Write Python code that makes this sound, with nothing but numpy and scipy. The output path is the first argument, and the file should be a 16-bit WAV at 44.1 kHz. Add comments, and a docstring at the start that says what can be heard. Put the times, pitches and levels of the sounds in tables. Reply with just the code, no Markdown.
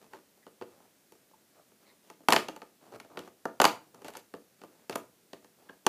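"""Card bridges snap one by one as fingers push in and pull open a perforated door of a cardboard calendar.
Each snap cracks, rings the stiff panel and rocks the box; card that holds springs back with a duller knock.
In between, fingertips and torn edges rub, snag and creak, and the handled card crinkles.
The calendar stands on the floor of a small room, which answers briefly over a faint hiss."""
import sys
import numpy as np
from scipy import signal
from scipy.fft import rfft, irfft
from scipy.io import wavfile

SR = 44100
rng = np.random.default_rng(int(sys.argv[2]) if len(sys.argv) > 2 else 0)


def generate_wav(signal):
    """Clip the signal to [-1, 1] and save it as 16-bit WAV at the path in sys.argv[1]."""
    frames = np.transpose(np.atleast_2d(signal))
    scaled = np.clip(frames, -1, 1) * 32767
    pcm = np.round(scaled).astype(np.int16)
    wavfile.write(sys.argv[1], SR, pcm)


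N = 259308

# Strokes of fingers and torn edges on the card. Each row: start and end in seconds,
# base level in dB, brightness in dB (lifts the scratch and the crack of the snags).
STROKES = [(0, 0.07, -61.5, -6), (0.104, 0.199, -57.5, -8), (0.654, 0.887, -64, -9),
           (1.528, 1.643, -67.5, -7), (1.788, 1.956, -67.5, -5), (2.02, 2.16, -68, -2.5),
           (2.799, 2.936, -59.5, -11.5), (2.919, 2.975, -47.5, -12.5), (3.087, 3.208, -54.5, -19),
           (3.179, 3.294, -59, -5), (3.924, 4.054, -59.5, -18.5), (4.04, 4.114, -51.5, -3),
           (4.123, 4.216, -58, 1.5), (4.581, 4.876, -68, -4.5), (4.893, 4.959, -47, -6.5),
           (5.57, 5.765, -64.5, -8.5)]


def undb(db):
    """Decibels to gain."""
    return 10 ** (np.asarray(db) / 20)


def rms(x):
    """Root mean square."""
    return np.sqrt(np.mean(x ** 2) + 1e-20)


def band(x, lo_hz, hi_hz, order=2):
    """Causal band-pass."""
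    sos = signal.butter(order, [lo_hz, min(hi_hz, .45 * SR)], "band", fs=SR, output="sos")
    return signal.sosfilt(sos, x)


def colour(x, points):
    """EQ a sound along a curve of (Hz, dB) points."""
    hz, db = np.transpose(points)
    f = np.maximum(np.fft.rfftfreq(len(x), 1 / SR), 1)
    return irfft(rfft(x) * undb(np.interp(np.log(f), np.log(hz), db)), len(x))


def fade(t, t60):
    """Exponential decay, silent before t = 0."""
    return (t >= 0) * undb(-60 * np.maximum(t, 0) / t60)


def add(out, start_s, x):
    """Mix x into out from a given time."""
    i = max(int(start_s * SR), 0)
    out[i:i + len(x)] += x[:max(N - i, 0)]


def catches(length, per_s, spread_db):
    """Random clicks of either sign; a positive spread makes a few stand out from the rest."""
    luck, size, side = rng.random((SR // 2, 3))[:length].T
    return (luck < per_s / SR) * undb(-spread_db * np.log(size + .01)) * np.sign(side - .5)


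def hiss(level_db=-66):
    """A steady, faint bed of still air and microphone hiss."""
    # Tone of the hiss. Each row: frequency in Hz, relative level in dB.
    hiss_eq = [(18, -42.5), (30, -20), (97, -7), (202, 2), (270, 1), (606, -3.5), (996, -10.5),
               (1230, -10.5), (1550, -10), (1970, -11), (3230, -13), (5590, -12.5), (14000, -13.5),
               (15500, -15.5)]
    x = colour(rng.standard_normal(N), hiss_eq)
    return undb(level_db) * x / rms(x)


def room(x, predelay_s=0.0071, build_s=0.0071):
    """Diffuse echoes of a furnished room, built octave by octave; the lows linger longest."""
    # The room's reverb. Each row: frequency in Hz, level in dB, seconds to decay by 60 dB.
    reverb = [(98.34, 1, 0.48), (250, -7, 0.32), (505, -7.5, 0.27), (1000, -10, 0.27), (2000, -11, 0.27),
              (3935, -14, 0.26), (8050, -11.5, 0.25), (15000, -8.5, .22)]
    hz, db, t60 = np.transpose(reverb)
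    t = np.arange(int(.7 * SR)) / SR
    f, noise = np.fft.rfftfreq(len(t), 1 / SR), rfft(rng.standard_normal(len(t)))
    onset = np.clip((t - predelay_s) / build_s, 0, 1)
    response = 0
    for centre in 2. ** np.arange(5, 15):
        octave = (f >= centre / np.sqrt(2)) & (f < centre * np.sqrt(2))
        decay = onset * fade(t, np.interp(np.log(centre), np.log(hz), t60))
        gain = undb(np.interp(np.log(centre), np.log(hz), db))
        response += gain * irfft(noise * octave, len(t)) * decay / np.sqrt(np.sum(decay ** 2))
    return signal.fftconvolve(x, response)[:N]


def crinkling(count=14, level_db=-69, spread_db=2.5):
    """The handled card ticks faintly at uneven intervals."""
    out = np.zeros(N)
    for k, (when, size) in enumerate(rng.random((count, 2))):
        tick = snap(level_db + spread_db * (2 * size - 1), flex_db=4.5, crack_db=-7, tick_db=-2)
        add(out, (k + when) / count * N / SR, tick)
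    return out


def creaking(slips_per_s=700, spread_db=3, half_width=0.093):
    """A quick run of slips rings one small patch of the card."""
    # Creaks of skin and card on card. Each row: start and length in seconds, resonance in Hz,
    # its level in dB, the octave above in dB relative to it.
    creaks = [(0.422, 0.023, 1850, -68.5, -17), (1.333, 0.01, 940, -60.5, -24),
              (1.561, 0.044, 660, -65.5, -6), (1.846, 0.087, 2030, -71.5, -1),
              (5.688, 0.012, 1524, -49, -13.5)]
    out = np.zeros(N)
    for start, length, hz, db, octave_db in creaks:
        swell = np.sqrt(np.hanning(int(length * SR)))
        grit = rng.standard_normal(SR // 4)[:len(swell)]
        slips = swell * (catches(len(swell), slips_per_s, spread_db) + 0.058 * grit)
        for centre, level_db in (hz, db), (2 * hz, db + octave_db):
            ring = band(np.pad(slips, (0, SR // 50)), centre * (1 - half_width), centre * (1 + half_width))
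            add(out, start, undb(level_db) * ring / rms(ring[:len(swell)]))
    return out


def rubbing(slips_per_s=1100, spread_db=-0.5, body_db=-3, scratch_db=-4, ramp_s=0.027):
    """Stick and slip: dense uneven catches drum the panel and scratch its fibres."""
    # Body of the card, its modes blurred by sliding. Each row: frequency in Hz, relative level in dB.
    body_eq = [(50, -27.5), (130, -4), (250, -1), (450, 2), (800, -1.5), (1200, -6.5), (1800, -21),
               (4000, -41), (10000, -58)]
    # Scratch of loose fibres. Each row: frequency in Hz, relative level in dB.
    scratch_eq = [(500, -20), (1500, 2), (2600, 2), (4500, 0.5), (8000, -6), (15000, -11)]
    out, t = np.zeros(N), np.arange(SR // 2) / SR
    for start, end, db, bright_db in STROKES:
        length = end - start
        pressure = np.clip(np.minimum(t, length - t) / ramp_s, 0, 1)
        slips = catches(len(t), slips_per_s, spread_db) * pressure
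        for eq, level_db in (body_eq, db + body_db), (scratch_eq, db + bright_db + scratch_db):
            layer = colour(slips, eq)
            add(out, start, undb(level_db) * layer / rms(layer[t < length]))
    return out


def snagging(per_stroke=2, snag_db=-4.5, spread_db=2.5):
    """A sliding finger or edge snags and lets go; the harder the stroke, the louder the tick."""
    out = np.zeros(N)
    for start, end, db, bright_db in STROKES:
        for k, (when, size) in enumerate(rng.random((per_stroke, 2))):
            level_db = db + snag_db + spread_db * (2 * size - 1)
            tick = snap(level_db, flex_db=1, crack_db=bright_db + 1, tick_db=-2)
            add(out, start + (end - start) * (k + when) / per_stroke, tick)
    return out


def fraying(fibres_per_s=3000, t60=0.21):
    """After a snap the last fibres let go one by one."""
    t = np.arange(SR // 6) / SR
    crackle = band(catches(len(t), fibres_per_s, spread_db=2.5), 1400, 3600, order=1)
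    return crackle / rms(crackle) * fade(t, t60)


def panel_ring(t, scatter_db=1.5, detune=0.023, lag_s=.001):
    """The panel rings, its modes varied at random as the stress and the grip differ for each snap."""
    # Modes of the panel and the box behind it. Each row: frequency in Hz, relative level in dB,
    # seconds to decay by 60 dB.
    modes = [(117, -13, 0.035), (227.5, -5.5, 0.0086), (323, 0.5, 0.049), (435.7, -4, 0.04),
             (503.4, 5.5, 0.037), (553, -5.5, 0.099), (663, -10, 0.05), (685.3, -8.5, 0.1),
             (760, -1, 0.021), (896, 1, 0.058), (982, 7.5, 0.019), (1090, 3.5, 0.02), (1187, -1, 0.031),
             (1260, 3.5, 0.027), (1413, -4, 0.026), (1556, 0.5, .018), (1794, 3, 0.013), (2090, 0, 0.011),
             (2440, -1, 0.013), (2775, -0.5, 0.02), (3038, 0, 0.014), (3850, -9.5, 0.0094),
             (4540, -2.5, 0.014), (6230, 3.5, 0.0059), (7015, 5.5, 0.0047), (9000, -4.5, 0.0052)]
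    hz, db, t60 = np.transpose(modes)[:, :, None]
    weight, bend, phase = rng.standard_normal((len(modes), 3)).T[:, :, None]
    # bending waves are slower at low pitch, so the lows arrive late
    age = t - lag_s * hz[3] / hz
    swing = np.sin(2 * np.pi * hz * (1 + detune * bend) * age + .5 * phase)
    return np.sum(undb(db + scatter_db * weight) * fade(age, t60) * swing, axis=0)


def snap(panel_db, flex_db, crack_db, tick_db, fibre_t60=0.016, grain_db=4.5, rise_s=.0003, echo_s=.0027):
    """Card gives way: one sharp break, a burst of parting fibres, the ring of the panel."""
    # The card's four registers: flex, panel, crack, fibre tick. Each row: low and high edge in Hz.
    registers = [(185, 580), (660, 1600), (1600, 5000), (5000, 13000)]
    t = np.arange(SR // 8) / SR
    noise, grain = rng.standard_normal((2, len(t)))
    fibres = undb(3) * noise * undb(grain_db * grain) * fade(t, fibre_t60)
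    click = undb(13) * fade(t, 0.001)
    # the split takes a moment to run through the card
    direct = (panel_ring(t) + fibres + click) * (1 - np.exp(-t / rise_s))
    floor_echo = 0.27 * np.interp(t - echo_s, t, direct, left=0)
    parts = [band(direct + floor_echo, lo, hi, order=3) for lo, hi in registers]
    levels = panel_db + np.array([flex_db, 0, crack_db, crack_db + tick_db])
    attack = int(.009 * SR)  # each register is levelled on its first 9 ms
    return sum(undb(db) * part / rms(part[:attack]) for db, part in zip(levels, parts))


def tearing(break_db=-34, fray_db=-14, rock_db=-30, rock_hz=105, held_boost_db=10.5, rebound_s=0.0105):
    """Each snap frays the edge and rocks the box; card pushed too gently to break springs back."""
    # Snaps and creases of the card. Each row: start in seconds, panel level in dB, flex and crack
    # in dB relative to the panel, fibre tick in dB relative to the crack.
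    snaps = [(0.134, -46.5, -6.5, -8.5, -8), (0.466, -52, 1, -9, -8), (0.6125, -44, 0.5, -12.5, -12),
             (0.621, -48.5, 7.5, -5.5, -17), (1.121, -60, 4, -4.5, 1), (2.1, -50, -6.5, -4.5, -2.5),
             (2.205, -63.5, 6.5, -14, 1), (2.2852, -15.5, -9, -7.5, -8.5), (2.3039, -33.5, 2, 1, -3),
             (2.3232, -16.5, -12, -3.5, -7), (2.3322, -23, -2.5, 0.5, -7.5), (2.3623, -22, -5.5, 0.5, -15),
             (2.4846, -37.5, -3.5, -2.5, -9), (2.5625, -47, -3.5, -7.5, -2),
             (2.6177, -45.5, -10, -6.5, -13.5), (3, -49, -16.5, 0.5, -7.5), (3.047, -57.5, 1.5, -8.5, -8),
             (3.172, -40.5, 0, -3, -14.5), (3.191, -47, 3.5, 0, -6.5), (3.275, -50.5, -4.5, -11.5, -6),
             (3.454, -30.5, -2, -15.5, -4.5), (3.6004, -16.5, -8.5, -8.5, -11),
             (3.6158, -18.5, -7, -5, -3.5), (3.6418, -15.5, -13.5, -9.5, -4.5), (3.6517, -17, -9.5, -2, -8),
             (3.945, -55.5, -4.5, -8.5, 2.5), (4.0187, -56, 0.5, -6, -3), (4.0454, -48, 1.5, -3, -5),
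             (4.0818, -45, -16, -4, -3.5), (4.152, -44, -17, -10, -10), (4.1693, -55.5, -10.5, 4.5, 3.5),
             (4.3385, -44.5, 4, -8, -9.5), (4.6157, -55.5, 1.5, -2, -11.5), (4.636, -49, 0.5, -10.5, -3),
             (4.8956, -38.5, 2.5, -2.5, -4.5), (4.9265, -48, -7.5, 1.5, -21),
             (4.956, -31.5, -2, -7.5, -0.5), (5.3316, -48, 3, -1, -9), (5.4447, -59, -1.5, -4, -2),
             (5.695, -51.5, 0, -12, -12.5), (5.865, -19, -5, -5.5, -1.5)]
    out, t = np.zeros(N), np.arange(SR // 8) / SR
    rock = np.sin(2 * np.pi * rock_hz * t) * fade(t, t60=0.085)
    for start, panel_db, flex_db, crack_db, tick_db in snaps:
        holds = panel_db < break_db
        add(out, start, snap(panel_db, flex_db, crack_db, tick_db))
        add(out, start, undb(panel_db + crack_db + fray_db) * fraying())
        # card that holds passes more of the push on to the box
        add(out, start, undb(panel_db + flex_db + rock_db + holds * held_boost_db) * rock)
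        if holds:
            dull_knock = snap(panel_db - 12.5, flex_db=7, crack_db=-5, tick_db=-7)
            add(out, start + rebound_s, dull_knock)
    return out


def scene():
    """The card, its room and the hiss, in mono."""
    card = tearing() + crinkling() + rubbing() + snagging() + creaking()
    return (card + room(card) + hiss())[None]


def record(dry, ceiling=.7, low_hz=55, top_hz=15300):
    """The microphone rounds the hardest peaks and drops the deep bass; the top is cut."""
    rounded = ceiling * np.tanh(dry / ceiling)
    low_cut = signal.butter(2, low_hz, "high", fs=SR, output="sos")
    high_cut = signal.ellip(10, .2, 70, top_hz, fs=SR, output="sos")
    return signal.sosfilt(high_cut, signal.sosfilt(low_cut, rounded))


dry = scene()
out = record(dry)
generate_wav(out)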